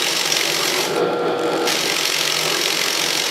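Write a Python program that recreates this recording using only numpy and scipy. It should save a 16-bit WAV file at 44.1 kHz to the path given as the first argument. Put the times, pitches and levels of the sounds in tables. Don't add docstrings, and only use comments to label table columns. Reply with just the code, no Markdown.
import sys
import numpy as np
from scipy import signal
from scipy.fft import rfft, irfft
from scipy.io import wavfile
from scipy.ndimage import uniform_filter1d

SR = 44100
rng = np.random.default_rng(int(sys.argv[2]) if len(sys.argv) > 2 else 0)


def output_pcm(signal):
    pcm = np.clip(np.atleast_2d(signal).T, -1, 1) * 32767
    wavfile.write(sys.argv[1], SR, np.round(pcm).astype(np.int16))


def attenuation_scalar(level_db):
    decades = np.asarray(level_db, float) / 20
    return 10 ** decades


N = 145530

# time in seconds, cutting level in dB.
FEED_PRESSURE = [(0, -23), (.5, -23), (.855, -23), (.88, -30), (.99, -33.5), (1.02, -53), (1.38, -50),
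                 (1.4, -53), (1.66, -33), (1.68, -22), (1.8, -23), (2.4, -22.5), (3.3, -23)]
# time in seconds, lag behind a steady pace in grain crossings.
SPINDLE_LAG = [(0, .15), (.075, .05), (.225, -.38), (.375, -.52), (.525, -.59), (.675, -.7), (.83, -.82),
               (1.66, -2.8), (1.87, -3.06), (2.02, -3.13), (2.2, -3.15), (2.5, -3.13), (2.9, -3.04),
               (3.3, -2.99)]
# time in seconds, burst height in dB.
GRAIN_CATCH = [(0, 4), (.3, 4), (.55, 4), (.85, 3), (1.4, 8), (1.66, 5), (1.75, 3), (1.9, 6.5), (2.1, 7),
               (3.3, 6.5)]
# frequency in Hz, level in dB per Hz.
TEAR_COLOUR = [(300, -60), (900, -5), (1450, -15), (2160, -1), (5500, -3), (7000, -9.5), (12000, -23),
               (15900, -39)]
# frequency in Hz, width in Hz, level in dB.
BIT_RINGS = [(1290, 110, -0.5), (1623, 48, -1.5), (2080, 380, 2), (2890, 170, -2.5), (3267, 270, 1),
             (3840, 27, 1.5), (4330, 130, 2.5), (5535, 520, 6), (7520, 50, -3), (9600, 530, -7.5),
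             (11300, 430, -5.5), (12200, 740, -6)]
# time in seconds, peak in dB.
SNAPS_BEFORE_LIFT = [(0.0214, -3.5), (0.0425, -11), (0.067, -7), (0.0837, -6.5), (0.1236, -9), (0.1655, -8),
                     (0.196, -11), (0.2114, -6), (0.2583, -8.5), (0.2748, -6), (0.301, -6), (0.3209, -2),
                     (0.3436, -19), (0.3674, -1.5), (0.39, -7.5), (0.41, -6), (0.4357, -8), (0.454, -4),
                     (0.4743, -8.5), (0.4983, -6), (0.521, -4.5), (0.5442, -11), (0.567, -14),
                     (0.5911, -7.5), (0.6322, -8.5), (0.6546, -8), (0.6778, -8), (0.7008, -11), (0.74, -8),
                     (0.7871, -16), (0.8084, -8.5), (0.8324, -13)]
# time in seconds, peak in dB.
LANDING_CHATTER = [
    (1.6735, -7),
    (1.681, -18),
    (1.688, -7),
    (1.696, -16),
    (1.703, -5),
    (1.718, -7),
    (1.725, -8),
]
# time in seconds, peak in dB.
SNAPS_ON_REENTRY = [(1.753, -6), (1.791, -13), (1.8108, -9), (1.8346, -10), (1.8556, -7), (1.875, -18),
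                    (1.8984, -5), (1.9204, -20), (1.942, -9), (1.9646, -5.5), (1.9887, -10), (2.01, -6),
                    (2.0324, -10), (2.054, -2), (2.0766, -9), (2.099, -7), (2.121, -2), (2.143, -6),
                    (2.1636, -9), (2.1876, -8), (2.2098, -5.5), (2.2273, -11), (2.2522, -6), (2.2751, -3),
                    (2.2986, -7), (2.321, -7.5), (2.346, -12), (2.369, -14), (2.391, -7), (2.4093, -14),
                    (2.4343, -9), (2.4567, -9), (2.4773, -15)]
# time in seconds, peak in dB.
SNAPS_DEEP_IN_CUT = [(2.478, -22), (2.503, -11), (2.5217, -14), (2.545, -7), (2.568, -3), (2.5911, -13),
                     (2.613, -7), (2.6365, -11), (2.6573, -2.5), (2.6795, -7.5), (2.7033, -7), (2.7258, -8),
                     (2.7476, -8), (2.771, -6), (2.7914, -7), (2.8149, -3.5), (2.837, -6), (2.861, -9),
                     (2.8826, -5.5), (2.9044, -10), (2.9276, -8.5), (2.9503, -14), (2.9735, -6),
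                     (2.995, -7), (3.0166, -3), (3.038, -5), (3.062, -10), (3.0859, -10), (3.1046, -6),
                     (3.129, -8), (3.152, -8), (3.1738, -8), (3.1977, -5.5), (3.2193, -12), (3.2391, -9),
                     (3.2675, -14)]
# frequency in Hz, level in dB.
SNAP_COLOUR = [(900, -15), (2000, -1.5), (6000, -0.5), (8000, -4), (13000, -4)]
# frequency in Hz, level in dB.
BOARD_COLOUR = [(60, -50), (110, -49), (200, -21), (350, -2), (700, -4), (1200, -8.5), (2000, -6.5),
                (4000, -47)]
# start and end in seconds, pitch in Hz, dB against the cut.
RIM_SQUEALS = [
    (0, .13, 9010, -17),
    (.6, .66, 10850, -17),
    (.7, .77, 10850, -18),
    (.84, .93, 10850, -17),
    (.55, .9, 11800, -19),
    (0, .97, 7450, -18),
    (.645, .652, 9400, -12),
    (.962, .968, 9400, -4),
    (1.39, 1.5, 7300, -5),
    (1.5, 1.62, 7300, -15),
]
# time in seconds, peak in dB.
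RIM_RUBS = [(0.9617, -25), (0.9774, -34), (1.0024, -36), (1.132, -31), (1.1917, -36), (1.281, -32),
            (1.3798, -38), (1.3917, -27.5), (1.4122, -29), (1.434, -24), (1.4546, -28), (1.461, -33),
            (1.4772, -27), (1.491, -35), (1.4994, -33), (1.5085, -35), (1.5184, -28), (1.533, -22),
            (1.552, -31), (1.5624, -28), (1.5754, -25), (1.594, -31), (1.6048, -33), (1.6182, -27),
            (1.6382, -31), (1.6587, -27)]
# frequency in Hz, level in dB.
RUB_COLOUR = [(400, -30), (1500, 13.5), (4000, 13), (7000, 3.5), (11000, 1.5), (14000, -9), (16000, -16)]
# start in seconds, length in seconds, pitch in Hz, level in dB.
BOARD_GROANS = [
    (0.598, 0.057, 1190, -24.5),
    (.72, .1, 950, -29),
    (1.784, .13, 385, -27.5),
    (2.526, .05, 1200, -27),
]
# time in seconds, level in dB.
MOTOR_LEVEL = [(0, -26.5), (.15, -31), (.5, -28), (.85, -24), (.97, -18.5), (1.1, -20), (1.2, -21),
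               (1.3, -20), (1.42, -21), (1.52, -20), (1.58, -23), (1.65, -21), (1.75, -24.5), (2.05, -33),
               (2.55, -27.5), (2.65, -29.5), (3.3, -29.5)]
# frequency in Hz, level in dB per Hz.
ROAR_COLOUR = [(15, -76), (25, -42.5), (426, -5.5), (500, -4), (1010, -17), (1360, -15), (2040, -24),
               (4460, -34.5), (15900, -56)]
# frequency in Hz, width in Hz, level in dB.
CASING_RINGS = [(171.5, 34, -13.5), (261, 6.2, -18.5), (329.5, 27, -7), (369.5, 70, 0), (415.4, 19, -10.5),
                (580, 40, -10), (642, 36, -11), (780.5, 12, -9), (839, 77, -6.5), (2470, 240, -16),
                (3390, 780, -11), (4320, 810, -13.5)]
# frequency in Hz, rms level in dB.
HUM_LINES = [(120, -56), (479.5, -25), (720, -34.5), (1250, -39), (1371, -32.5), (1491, -46), (3345, -45)]
# frequency in Hz, width in Hz, dB against the motor.
TABLE_SHUDDER = [(157.8, 5.2, -19), (250.7, 16, -26)]
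# frequency in Hz, level in dB.
MIC_RESPONSE = [(20, -7), (105, -6), (125, 0.5), (14000, -3.5), (15900, -9)]


def evened(x):
    return x / np.sqrt(np.mean(x ** 2) + 1e-20)


def curve(points):
    return np.interp(np.arange(N) / SR, *np.transpose(points))


def colour(x, points):
    f, db = np.transpose(points)
    hz = np.fft.rfftfreq(len(x), 1 / SR)
    gain = attenuation_scalar(np.interp(np.log(hz + 1), np.log(f + 1), db))
    return irfft(rfft(x) * gain, len(x))


def ring(x, hz, width):
    r = np.exp(-np.pi * abs(width) / SR)
    pole = r * np.exp(2j * np.pi * hz / SR)
    return 2 * signal.lfilter([1 - r], [1, -pole], x + 0j).real


def double_ring(x, hz, width):
    return evened(ring(ring(x, hz, width), hz, width))


def wander(rate):
    t = np.arange(N) / SR
    drift = np.zeros(N)
    for f in np.geomspace(.05, 1, num=16):
        drift += np.sin(2 * np.pi * (rate * f * t + rng.random())) / np.sqrt(f)
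    return evened(drift)


def bursts(table, shape):
    train = np.zeros(N)
    for s, db in table:
        train[np.clip(round(s * SR), 0, N - 1)] = attenuation_scalar(db)
    return signal.oaconvolve(train, shape)[:N] * rng.standard_normal(N)


def edge_force(turn, chance):
    sharpness, skew, vary_db, jitter = 1.5, -.15, .7, .02
    crossing = np.clip(turn, 0, None).astype(int)
    u = turn % 1 - .5 + jitter * chance[crossing, 0]
    bite = np.exp(-sharpness * (1 - np.cos(2 * np.pi * u))) * (1 + skew * np.tanh(4 * u))
    force = attenuation_scalar((curve(GRAIN_CATCH) + vary_db * chance[crossing, 1]) * bite)
    return force / np.sqrt(uniform_filter1d(force ** 2, size=3 * SR // 45))


def tearing_fibres():
    fibres_per_s, spread_db, scrape_share = 6000, 2.6, .55
    strength = attenuation_scalar(spread_db * np.minimum(rng.exponential(1, N), 5))
    fibres = strength * (rng.random(N) < fibres_per_s / SR)
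    return evened(fibres * rng.choice([-1., 1.], N)) + scrape_share * rng.standard_normal(N)


def snapping():
    lead_s, peak_s = .008, .0018
    rise_s, fall_s, trim_db = .0023, .0021, -9.5
    crack_s, crack_share = .0004, .7
    t = np.arange(900) / SR - lead_s
    swell = np.exp(np.minimum(t / rise_s, -t / fall_s))
    shape = attenuation_scalar(trim_db) * (swell + crack_share * np.exp(-abs(t) / crack_s))
    snaps = SNAPS_BEFORE_LIFT + LANDING_CHATTER + SNAPS_ON_REENTRY + SNAPS_DEEP_IN_CUT
    return colour(bursts([(s + peak_s - lead_s, db) for s, db in snaps], shape), SNAP_COLOUR)


def grinding():
    level = attenuation_scalar(-8.5 + 0.5 * wander(11.0))
    return level * attenuation_scalar(curve(FEED_PRESSURE)) * evened(colour(rng.standard_normal(N), BOARD_COLOUR))


def cutting():
    crossings_per_s, colour_vary_db, rings_db = 44.7, 4.5, -3
    turn = crossings_per_s * np.arange(N) / SR - curve(SPINDLE_LAG) + .5
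    count = np.arange(int(turn.max()) + 3)
    chance = rng.standard_normal((len(count), 2 + len(BIT_RINGS)))
    tear = evened(edge_force(turn, chance) * tearing_fibres())
    drive = attenuation_scalar(curve(FEED_PRESSURE)) * tear + snapping()
    body = np.zeros(N)
    for j, (hz, width, db) in enumerate(BIT_RINGS):
        vary = np.interp(turn, count + .5, chance[:, 2 + j])
        body += attenuation_scalar(db + colour_vary_db * vary) * ring(drive, hz, width) * np.sqrt(200 / abs(width))
    cut = evened(colour(drive, TEAR_COLOUR)) + attenuation_scalar(rings_db) * evened(body)
    return np.std(drive) * cut + grinding()


def squealing():
    width_hz, waver_db, fade_s = 150, 2.5, .012
    t, noise = np.arange(N) / SR, rng.standard_normal(N)
    squeals = np.zeros(N)
    for start, end, hz, db in RIM_SQUEALS:
        fade = np.clip(np.minimum(t - start + fade_s, end + fade_s - t) / fade_s, 0, 1)
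        squeals += fade * attenuation_scalar(db + waver_db * wander(50.)) * double_ring(noise, hz, width_hz)
    return attenuation_scalar(curve(FEED_PRESSURE)) * squeals


def rubbing():
    length_s, lead_s, trim_db = .008, .0019, -4
    rim_hz, rim_width_hz, rim_db, sings_from_s = 7300, 90, 11, 1.38
    t = np.arange(900) / SR
    shape = attenuation_scalar(trim_db) * np.sin(np.pi * np.minimum(t / length_s, 1)) ** 2
    puffs = bursts([(s - lead_s, db) for s, db in RIM_RUBS], shape)
    late_puffs = puffs * (np.arange(N) > sings_from_s * SR)
    return colour(puffs, RUB_COLOUR) + attenuation_scalar(rim_db) * ring(late_puffs, rim_hz, rim_width_hz)


def groaning():
    t, noise = np.arange(N) / SR, rng.standard_normal(N)
    groans = np.zeros(N)
    for start, length, hz, db in BOARD_GROANS:
        swell = np.sin(np.pi * np.clip((t - start) / length, 0, 1))
        groans += attenuation_scalar(db) * swell * double_ring(noise, hz, 350)
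    return groans


def motor_roar(drive):
    casing_db, lumpy_db = -3.5, 1.8
    casing = np.zeros(N)
    for hz, width, db in CASING_RINGS:
        casing += attenuation_scalar(db + lumpy_db * wander(16.)) * double_ring(drive, hz, 1.36 * width)
    return evened(evened(colour(drive, ROAR_COLOUR)) + attenuation_scalar(casing_db) * evened(casing))


def motor_hum():
    t = np.arange(N) / SR
    hum = np.zeros(N)
    for hz, db in HUM_LINES:
        hum += np.sqrt(2) * attenuation_scalar(db + .6 * wander(12.8)) * np.sin(2 * np.pi * (hz * t + rng.random()))
    return hum


def table_shudder(drive):
    t = np.arange(N) / SR
    tone_share = 1.4
    shudder = np.zeros(N)
    for hz, width, db in TABLE_SHUDDER:
        shudder += attenuation_scalar(db) * (evened(ring(drive, hz, width)) + tone_share * np.sin(2 * np.pi * hz * t))
    return shudder


def motor():
    idle_from_s, idle_to_s, idle_fade_s = .96, 1.705, .04
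    loaded_hum_db, hum_ref_db, shudder_top_db = -7, -21, -28.5
    t, level_db = np.arange(N) / SR, curve(MOTOR_LEVEL)
    drive = rng.standard_normal(N) * attenuation_scalar(0.95 * wander(37))
    loaded = np.clip(.5 - np.minimum(t - idle_from_s, idle_to_s - t) / idle_fade_s, 0, 1)
    hum = attenuation_scalar(loaded_hum_db * loaded - hum_ref_db) * motor_hum()
    shudder = attenuation_scalar(np.minimum(level_db, shudder_top_db)) * loaded * table_shudder(drive)
    return attenuation_scalar(level_db) * (motor_roar(drive) + hum) + shudder


def workshop(x):
    t60_s, first_echo_s = 0.22, .004
    t = np.arange(SR // 2) / SR
    tail = rng.standard_normal(len(t)) * attenuation_scalar(-60 * t / t60_s) * (t > first_echo_s)
    return signal.fftconvolve(x, tail / np.linalg.norm(tail))[:N]


def scene():
    near = cutting() + rubbing() + squealing()
    room = attenuation_scalar(-11) * workshop(near)
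    return (near + room + motor() + groaning())[None]


def band_limit(x):
    return signal.sosfilt(signal.butter(12, 16020, fs=SR, output="sos"), x)


def record(dry):
    mic = colour(np.tanh(dry[0]), MIC_RESPONSE)
    low_pass = signal.firwin(511, 15750, window=("kaiser", 9), fs=SR)
    mix = signal.oaconvolve(mic[None], low_pass[None], "same")
    return band_limit(mix)


dry = scene()
out = record(dry)
output_pcm(out)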